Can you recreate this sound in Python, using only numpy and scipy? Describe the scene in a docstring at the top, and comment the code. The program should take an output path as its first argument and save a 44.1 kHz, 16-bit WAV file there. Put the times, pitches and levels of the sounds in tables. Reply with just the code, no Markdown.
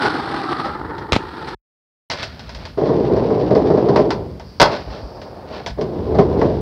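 """Skateboarding in a parking lot

Four passages joined by hard cuts, with silence after the first. Wheels roll on coarse asphalt (random
impacts, coloured and combed by a ground bounce) while knocks sound near the microphone; a rider lands and
falls; a board rumbles along a flatbed trailer's planks (noise through wooden resonances), pops off, slams
down (noise bursts and ringing modes) and rolls away; the next run starts.
Wind gusts run throughout; a murmur of air and a meadow's high hiss join after the silence (filtered noise)."""
import sys
import numpy as np
from scipy import signal
from scipy.fft import rfft, irfft, next_fast_len
from scipy.io import wavfile
from scipy.ndimage import uniform_filter1d, map_coordinates

SR = 44100
rng = np.random.default_rng(int(sys.argv[2]) if len(sys.argv) > 2 else 0)


def digitize_waveform(pressure):
    """Quantize a signal to 16-bit integers and store it at the path in sys.argv[1].

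    Rows of a 2-D input are taken as channels; values are limited to [-1, 1].
    """
    field = np.atleast_2d(pressure).T
    bounded = np.clip(field, -1, 1)
    quanta = np.round(bounded * 32767).astype(np.int16)
    wavfile.write(sys.argv[1], SR, quanta)


N = 291499

# cuts [s]: the first passage ends, the second, third and fourth start
LOT_END, FALL_START, RUN_START, NEXT_START = 1.548, 2.099, 2.777, 5.778
# the hard landing, truck by truck and foot by foot: (time [s], level [dB], body relative to level [dB])
LANDING = [(4.5995, -6, -3), (4.604, -12.5, 6.5), (4.615, -6.5, 3.5), (4.620, -9, 2.5), (4.628, -12, 10.5),
           (4.66, -25, 12)]
# modes of board and trucks: (frequency [Hz], relative level [dB], t60 [s])
BOARD = [(587, -2.5, 0.058), (668, -3.5, 0.14), (892, -1.5, 0.031), (1040, -11, 0.044), (1496, -2.5, 0.15),
         (1698, -3, .1), (2062, -1, 0.052), (2650, -6.5, 0.043), (3290, -5.5, 0.15), (4020, -11.5, .08),
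         (4300, -9.5, 0.23), (4750, -10.5, 0.15), (5110, -7, .17)]
# spectrum of crunching grit: (frequency [Hz], relative density [dB])
GRIT = [(700, -8), (1500, 5.5), (2600, -1), (3500, -0.5), (4700, 0), (5600, -6.5), (6800, -25.5),
        (10000, -39), (15500, -58)]
# spectrum of a dull woody body: (frequency [Hz], relative density [dB])
BODY = [(50, -11.5), (160, -5), (280, -3), (450, -2), (620, 4), (770, 0), (940, 2), (1270, -9.5),
        (1500, -10), (2100, -15.5), (2700, -26.5), (12000, -73.5)]


def amp(db):
    """Level law: decibels to an amplitude ratio."""
    return 10 ** (np.asarray(db) / 20)


def unit(x):
    """Normalization: scale to an rms of 1."""
    return x / np.sqrt(np.mean(x ** 2) + 1e-20)


def along(points, hz):
    """Interpolation of (frequency [Hz], value) points on a logarithmic frequency axis."""
    f, v = np.transpose(points)
    return np.interp(np.log(hz + 1), np.log(f), v)


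def curves(rows):
    """Linear interpolation in time: one value per sample for each column after the time."""
    s, *columns = np.transpose(rows)
    return [np.interp(np.arange(N) / SR, s, column) for column in columns]


def shot(start, end):
    """Gating: 1 between two moments [s], 0 outside, with edges smoothed over 64 samples."""
    t = np.arange(N) / SR
    return uniform_filter1d(1. * ((t >= start) & (t < end)), size=64)


def wobble(rate):
    """Slow random modulation: a smooth curve through rate random knots a second."""
    knots = rng.standard_normal(int(N * rate / SR) + 4)
    return map_coordinates(knots, [np.arange(N) * rate / SR])


def coloured(x, spectrum):
    """Minimum-phase filtering: the cepstrum folded to positive times makes a causal, unit-power filter."""
    size = 8192
    gain = amp(along(spectrum, np.fft.rfftfreq(size, 1 / SR)))
    cepstrum = irfft(np.log(unit(gain)))
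    cepstrum[1:size // 2] *= 2
    cepstrum[size // 2 + 1:] = 0
    impulse_response = irfft(np.exp(rfft(cepstrum)))
    return signal.fftconvolve(x, impulse_response)[:len(x)]


def noise():
    """White noise: equal power at all frequencies, about rms 1."""
    return rng.standard_normal(N)


def stones(rate, spread_db):
    """Shot noise: tiny impacts of random size, about rate a second, at rms 1."""
    struck = rng.random(N) < rate / SR
    return unit(struck * noise() * amp(spread_db * noise()))


def bursts(rows):
    """Exponential decay: dying noise bursts (time [s], level [dB], t60 [s])."""
    out, t = np.zeros(N + SR), np.arange(SR // 2) / SR
    for s, db, t60 in rows:
        decay = amp(db - 60 * t / max(t60, .003))
        out[round(s * SR):][:len(t)] += decay * rng.standard_normal(len(t))
    return out[:N]


def ringing(rows, modes, scatter_db, blur):
    """Modal excitation: blows (time [s], level [dB]) ring the modes; shifting contact blurs their pitch."""
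    out, t = np.zeros(N + SR), np.arange(SR // 2) / SR
    hz, level, t60 = np.transpose(modes)[:, :, None]
    for s, db in rows:
        strength = amp(db + level + scatter_db * rng.standard_normal(hz.shape))
        size = strength * rng.choice([-1, 1], hz.shape)
        steps = rng.standard_normal((len(hz), len(t)))
        drift = blur * np.sqrt(hz / SR) * np.cumsum(steps, axis=1)  # random walk of phase
        partials = size * amp(-60 * t / t60) * np.sin(2 * np.pi * hz * t + drift)
        out[round(s * SR):][:len(t)] += np.sum(partials, axis=0)
    return out[:N]


def drone(hz, width_hz):
    """Amplitude modulation: slow complex noise carried on a given pitch becomes a narrow band."""
    carrier = np.exp(2j * np.pi * np.cumsum(hz) / SR)
    return unit(np.real((wobble(width_hz) + 1j * wobble(width_hz)) * carrier))


def swells(rows, rise_db_per_s, fall_db_per_s):
    """Power summation of gains (time [s], hold [s], level [dB]): each rises, holds and dies away."""
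    t = np.arange(N) / SR
    power = 0
    for s, hold, db in rows:
        rise_db = -rise_db_per_s * np.maximum(s - t, 0)
        fall_db = -fall_db_per_s * np.maximum(t - s - hold, 0)
        power = power + amp(db + rise_db + fall_db) ** 2
    return np.sqrt(power)


def outdoors():
    """Turbulence noise: gusts buffet the microphone over its hiss; later air murmurs and a meadow hisses."""
    # gusts on the microphone: (time [s], hold [s], level [dB])
    gusts = [(.65, .6, -41.5), (2.2, .5, -39.5), (3.02, .6, -31.5), (4.05, 0.26, -30.5),
             (4.85, 0.11, -36.5), (5.71, .1, -36), (6.06, 0.61, -24.5)]
    # swells of the meadow's hiss: (time [s], hold [s], level [dB])
    hiss_swells = [(3.4, 0.91, -62.5), (4.48, 0.8, -53.5)]
    # spectra of wind buffeting, meadow hiss and murmuring air: (frequency [Hz], relative density [dB])
    buffet_spectrum = [(18, -45.5), (30, -21), (42, -7), (58, 6), (85, 4.5), (130, 1), (250, -4.5),
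                       (600, -66.5)]
    meadow_spectrum = [(2800, -21), (3900, -9), (4700, 7), (5300, 0.5), (5900, -9), (6800, -38),
                       (10000, -47)]
    air_spectrum = [(60, 7.5), (400, 9.5), (900, 5.5), (1600, -2), (2900, -7.5), (5000, -7), (7000, -28),
                    (15500, -42.5)]
    calm_db, meadow_db = -41.5, -63.5  # floors between the gusts and between the hiss swells
    buffet = np.hypot(amp(calm_db), swells(gusts, rise_db_per_s=92, fall_db_per_s=66))
    hiss = np.hypot(amp(meadow_db), swells(hiss_swells, rise_db_per_s=119, fall_db_per_s=89))
    wind = buffet * amp(0.62 * wobble(15)) * unit(coloured(noise(), buffet_spectrum))
    meadow = hiss * amp(0.78 * wobble(8.7)) * coloured(noise(), meadow_spectrum)
    murmur = amp(-48.5) * coloured(noise(), air_spectrum)
    self_noise = amp(-66.5) * noise()
    return wind + self_noise + shot(FALL_START, N / SR) * (meadow + murmur)


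def yard(x):
    """Diffuse reverberation: scattered echoes from trailer, walls and trees, 9 ms after the sound."""
    # reverberation time: (frequency [Hz], t60 [s])
    echo_t60 = [(150, .4), (1000, 0.36), (5000, 0.15), (10000, .15)]
    hz, t, z = signal.stft(rng.standard_normal(SR // 2), SR, nperseg=256)
    decay = amp(-60 * t / along(echo_t60, hz)[:, None])
    tail = signal.istft(z * decay, SR, nperseg=256)[1]
    delayed = np.pad(x, (round(0.009 * SR), 0))
    return signal.fftconvolve(delayed, tail / np.linalg.norm(tail))[:N]


def near_knocks():
    """Impact excitation: sharp cracks and hollow thocks close by, each with a low ringing thud."""
    # knocks: (time [s], crack level [dB], thock level [dB], thud level [dB], t60 of crack and thock [s])
    knocks = [(1.122, -1, -12, -3.5, 0.011), (1.130, -11, -12, -3.5, 0.05), (1.1331, -21, -29.5, -16, 0.2),
              (1.154, -19.5, -25.5, -15.5, .07), (1.1629, -10.5, -3.5, -11.5, 0.019)]
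    # what rings in the knocks: (frequency [Hz], relative level [dB], t60 [s])
    knock_modes = [(105, -2.5, 0.055), (140, -7.5, 0.015), (3940, -18.5, 0.058)]
    # spectra of crack and thock: (frequency [Hz], relative density [dB])
    crack_spectrum = [(100, -10.5), (400, -3.5), (1100, 3.5), (2000, 1), (3000, -0.5), (4300, -3.5),
                      (6000, -14.5), (8000, -24), (11000, -36), (15500, -52.5)]
    thock_spectrum = [(60, -13), (230, 5), (450, 3.5), (900, 2), (1500, -12), (3000, -26.5), (15000, -66)]
    s, crack_db, thock_db, thud_db, t60 = np.transpose(knocks)
    crack = coloured(bursts(zip(s, crack_db, t60)), crack_spectrum)
    thock = coloured(bursts(zip(s, thock_db, t60)), thock_spectrum)
    thud = ringing(zip(s, thud_db), knock_modes, scatter_db=1, blur=.1)
    return crack + thock + thud


def lot_roll():
    """Comb interference: a delayed ground bounce colours the roar of wheels that chatter and scrub on stones."""
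    # wheels scrub sideways in the turns: (time [s], hold [s], grit level [dB], squeal level [dB])
    turns = [(0.03, 0.027, -26.5, -23), (.1, .36, -34.5, -38.5), (0.495, 0.18, -35.5, -27.5),
             (1.252, 0.21, -44, -50.5), (1.47, 0.082, -39.5, -55.5)]
    # lag of the ground bounce as the rider moves: (time [s], lag [ms])
    ground_lag = [(0, 2.43), (.6, 2.57), (.85, 2.22), (1.15, 2.23), (1.55, 2.28)]
    # pitch of the scrubbing wheels: (time [s], frequency [Hz])
    scrub_pitch = [(.07, 1480), (.35, 1250), (.62, 1230), (0.799, 1328)]
    # spectra of roar and grit: (frequency [Hz], relative density [dB])
    roar_spectrum = [(30, -21.5), (70, -26), (130, -1), (220, -1.5), (320, 5), (430, -2.5), (560, -8.5),
                     (820, -3.5), (1000, -3), (1300, -6), (2000, -12.5), (2600, -48.5), (9000, -90)]
    grit_spectrum = [(600, -8.5), (1300, 7.5), (2100, 1.5), (2700, -1.5), (4300, 2), (5300, -5.5),
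                     (6600, -27), (9000, -20), (12000, -37.5), (15500, -51)]
    start_roar_db, start_grit_db, recede_db_per_s = -25, -44, 6.5  # fading with distance
    t = np.arange(N) / SR
    recede_db = -recede_db_per_s * t
    s, hold, grit_db, squeal_db = np.transpose(turns)
    scrub = swells(zip(s, hold, grit_db), rise_db_per_s=197, fall_db_per_s=132.5)
    squeal = swells(zip(s, hold, squeal_db), rise_db_per_s=198, fall_db_per_s=131)
    squeal = squeal * drone(curves(scrub_pitch)[0], width_hz=220)
    chatter = amp(1.54 * wobble(44.45) + 1.8 * wobble(130))
    direct = unit(coloured(stones(rate=3200, spread_db=0), roar_spectrum))
    lag_s = curves(ground_lag)[0] / 1000
    bounce = map_coordinates(direct, [(t - lag_s) * SR])
    share = np.minimum(0.092 + .2 * t, 1)  # the bounce gains on the direct sound with distance
    combed = (direct + share * bounce) / np.hypot(1, share)
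    roar = combed + amp(-7.5) * drone(2 / lag_s, width_hz=65)  # the comb's second peak drones
    grit = coloured(stones(rate=10000, spread_db=-2.5), grit_spectrum)
    roar_gain = np.hypot(amp(start_roar_db + recede_db), amp(5.5) * scrub)
    grit_gain = np.hypot(amp(start_grit_db + recede_db), scrub)
    return chatter * (roar_gain * roar + grit_gain * grit + squeal)


def ground_roll():
    """Friction on rough ground: rolling wheels and scrubbing shoes crunch grit, which rings the board."""
    # the board rolls on the asphalt: (time [s], hold [s], roar level [dB], grit level [dB])
    rolls = [(2.101, .6, -48.5, -47), (4.66, 0.96, -36, -59)]
    # shoes and wheels scrape the asphalt: (time [s], hold [s], roar level [dB], grit level [dB])
    scrapes = [(2.191, 0.032, -42, -32), (2.608, 0.021, -40.5, -45), (4.66, 0.016, -36, -36.5),
               (4.727, 0.023, -24, -31), (4.917, 0.046, -35, -42), (5.535, 0.04, -30.5, -38)]
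    # spectrum of the roar: (frequency [Hz], relative density [dB])
    away_spectrum = [(60, -19), (150, -3), (400, 2), (620, 3), (900, -3), (1300, -12.5), (2200, -27.5),
                     (8000, -84.5)]
    s, hold, roar_db, grit_db = np.transpose(rolls + scrapes)
    roar = swells(zip(s, hold, roar_db), rise_db_per_s=224, fall_db_per_s=202)
    grit = swells(zip(s, hold, grit_db), rise_db_per_s=255, fall_db_per_s=172)
    crunch = grit * stones(rate=5100, spread_db=-2.0)
    low = roar * coloured(stones(rate=3300, spread_db=0.5), away_spectrum)
    board = ringing([(0, 0)], BOARD, scatter_db=1, blur=.15)  # impulse response
    board_ring = signal.fftconvolve(crunch, unit(board) / np.sqrt(N))[:N]
    high = coloured(crunch, GRIT) + amp(-7.5) * board_ring
    on_ground = shot(FALL_START, RUN_START) + shot(LANDING[0][0], NEXT_START)
    return on_ground * amp(0.7 * wobble(40)) * (low + high)


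def planks(x):
    """Modal response: the deck answers a force with broad, damped wooden resonances."""
    # resonances: (frequency [Hz], bandwidth [Hz], relative level [dB])
    resonances = [(117.1, 25, -3.5), (167.8, 40, -4), (268, 45, -8), (368.4, 55, 0), (436, 41, 1),
                  (492.5, 60, -4), (617, 42, -5), (797, 62, -12), (1012, 64, -17)]
    t = np.arange(SR // 4) / SR
    response = np.zeros(len(t))
    for k, (hz, width, db) in enumerate(resonances):
        decay = width * np.exp(-np.pi * width * t)
        response += (-1) ** k * amp(db) * decay * np.sin(2 * np.pi * hz * t)
    return signal.fftconvolve(x, response / np.linalg.norm(response))[:N]


def deck_roll():
    """Forced vibration: wheels drum on planks, louder as they near, and thump at joints; grit crunches."""
    # runs: (start [s], wheels lift [s], rumble level at the start [dB], growth [dB/s])
    runs = [(2.774, 4.021, -16, 2.5), (5.773, 6.495, -26, 16)]
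    # wheels drop into plank joints, the tail strikes the deck: (time [s], relative level [dB])
    joint_thumps = [(2.778, -9), (2.812, -7.5), (2.856, -7.5), (2.89, -2.5), (2.93, -9), (3.111, -12),
                    (3.163, -4.5), (3.302, -5), (3.433, -14.5), (3.507, -2.5), (3.556, -1.5), (3.595, -9),
                    (3.702, -1.5), (3.775, -3.5), (3.886, 1), (3.958, -2), (3.991, -1.5), (5.784, -10.5),
                    (5.809, -9), (6.147, -3.5), (6.186, 3.5), (6.415, -2)]
    # spectrum of the dull deck: (frequency [Hz], relative density [dB])
    deck_spectrum = [(35, -30), (70, -13.5), (130, -6.5), (300, -1.5), (420, 1.5), (650, -9), (1050, -19.5),
                     (1350, -30), (2500, -48), (9000, -95)]
    fade_db_per_s, grit_db = 71.5, -29  # ring-out once the wheels lift; grit against the load
    t = np.arange(N) / SR
    load = 0
    for start, lift, db, growth in runs:
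        growth_db = growth * (np.minimum(t, lift) - start)
        fade_db = -fade_db_per_s * np.maximum(t - lift, 0)
        load = load + shot(start, N / SR) * amp(db + growth_db + fade_db)
    force = load * amp(.9 * wobble(35))
    thumps = bursts([(s, db - 11.0, .17) for s, db in joint_thumps])
    wood = planks(amp(-7.5) * force * stones(rate=2500, spread_db=0.5) + amp(4.0) * thumps)
    body_force = amp(-2.5) * force * stones(rate=3000, spread_db=-1.5) + amp(-4) * thumps
    body = coloured(body_force, deck_spectrum)
    crunch = amp(grit_db + 2.2 * wobble(50)) * load * stones(rate=7000, spread_db=-4.0)
    grit = coloured(crunch + amp(-24) * thumps, GRIT)
    return wood + body + amp(-7.5) * coloured(thumps, BODY) + grit


def rider_thuds():
    """Low-mode excitation: soft thuds ring two deep modes as the rider's weight comes down."""
    # thuds: (time [s], level [dB])
    weight_drops = [(2.549, -26.5), (4.87, -23.5), (5.03, -23.5), (5.70, -22)]
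    # modes: (frequency [Hz], relative level [dB], t60 [s])
    low_modes = [(57, 1.5, .25), (104, -10, .12)]
    return ringing(weight_drops, low_modes, scatter_db=1, blur=.1)


def board_hits(rows, crack_t60, knock_t60, ring_db):
    """Impact and modal decay: each contact is a snap, a bright crack, a woody knock and a board ring."""
    # spectrum of snap and crack: (frequency [Hz], relative density [dB])
    crack_spectrum = [(400, -22.5), (1100, -4.5), (2000, 4), (3000, 1.5), (4800, 5), (5700, -1),
                      (6700, -14), (10000, -31.5), (15500, -51.5)]
    s, db, body_db = np.transpose(rows)

    def dying(level, t60):
        """Exponential decay: one noise burst per contact."""
        return bursts((at, size, t60) for at, size in zip(s, level))

    crack = coloured(dying(db, 0.01) + dying(db - 6.0, crack_t60), crack_spectrum)
    knock = coloured(dying(db + body_db, knock_t60), BODY)
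    ring = ringing(zip(s, db + ring_db), BOARD, scatter_db=2, blur=.2)
    return crack + knock + ring


def scene():
    """Superposition: all sources add up across the four passages, silent between the first two."""
    # wood and trucks hit something hard: (time [s], relative level [dB], body relative to level [dB])
    contacts = [(.051, -16.5, 7), (.657, -25.5, 14.5), (.982, -28, 0.5), (1.486, -25.5, -4),
                (2.1006, -9.5, -6.5), (2.1144, -11, -5), (2.133, -17, 1), (2.229, -11, -10),
                (2.394, -24, -5), (2.493, -23, -5.5), (2.548, -21.5, -5.5), (2.653, -21, -2.5),
                (3.551, -21, 3.5), (3.9605, -14.5, 13), (4.1055, -11, 5), (4.3974, -28.5, 5.5),
                (5.216, -26.5, 1), (5.6625, -13.5, -1.5), (5.675, -20.5, -5), (5.704, -28.5, -3.5),
                (5.812, -22, -11), (6.187, -21, 15.5), (6.414, -27, 20)]
    clacks = amp(-8.5) * board_hits(contacts, crack_t60=0.13, knock_t60=0.13, ring_db=-12.5)
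    landing = board_hits(LANDING, crack_t60=.075, knock_t60=0.067, ring_db=-11)
    echoes = amp(-15.0) * yard(clacks) + amp(-10.5) * yard(landing)
    hits = clacks + landing + rider_thuds() + echoes
    rolling = shot(0, LOT_END) * lot_roll() + deck_roll() + ground_roll()
    audible = 1 - shot(LOT_END, FALL_START)
    return (audible * (rolling + near_knocks() + hits + outdoors()))[None]


def record(dry):
    """Band limiting and saturation: the lowest bass is shed, loud peaks clip, the top band is removed."""
    top_hz = 15700
    lean = signal.sosfilt(signal.butter(4, 40, "highpass", fs=SR, output="sos"), dry)
    clipped = lean / (1 + np.abs(lean) ** 8) ** (1 / 8)
    m = next_fast_len(N + SR // 2)
    kept = np.fft.rfftfreq(m, 1 / SR) < top_hz
    return irfft(rfft(clipped, m) * kept, m)[..., :N]


dry = scene()
out = record(dry)
digitize_waveform(out)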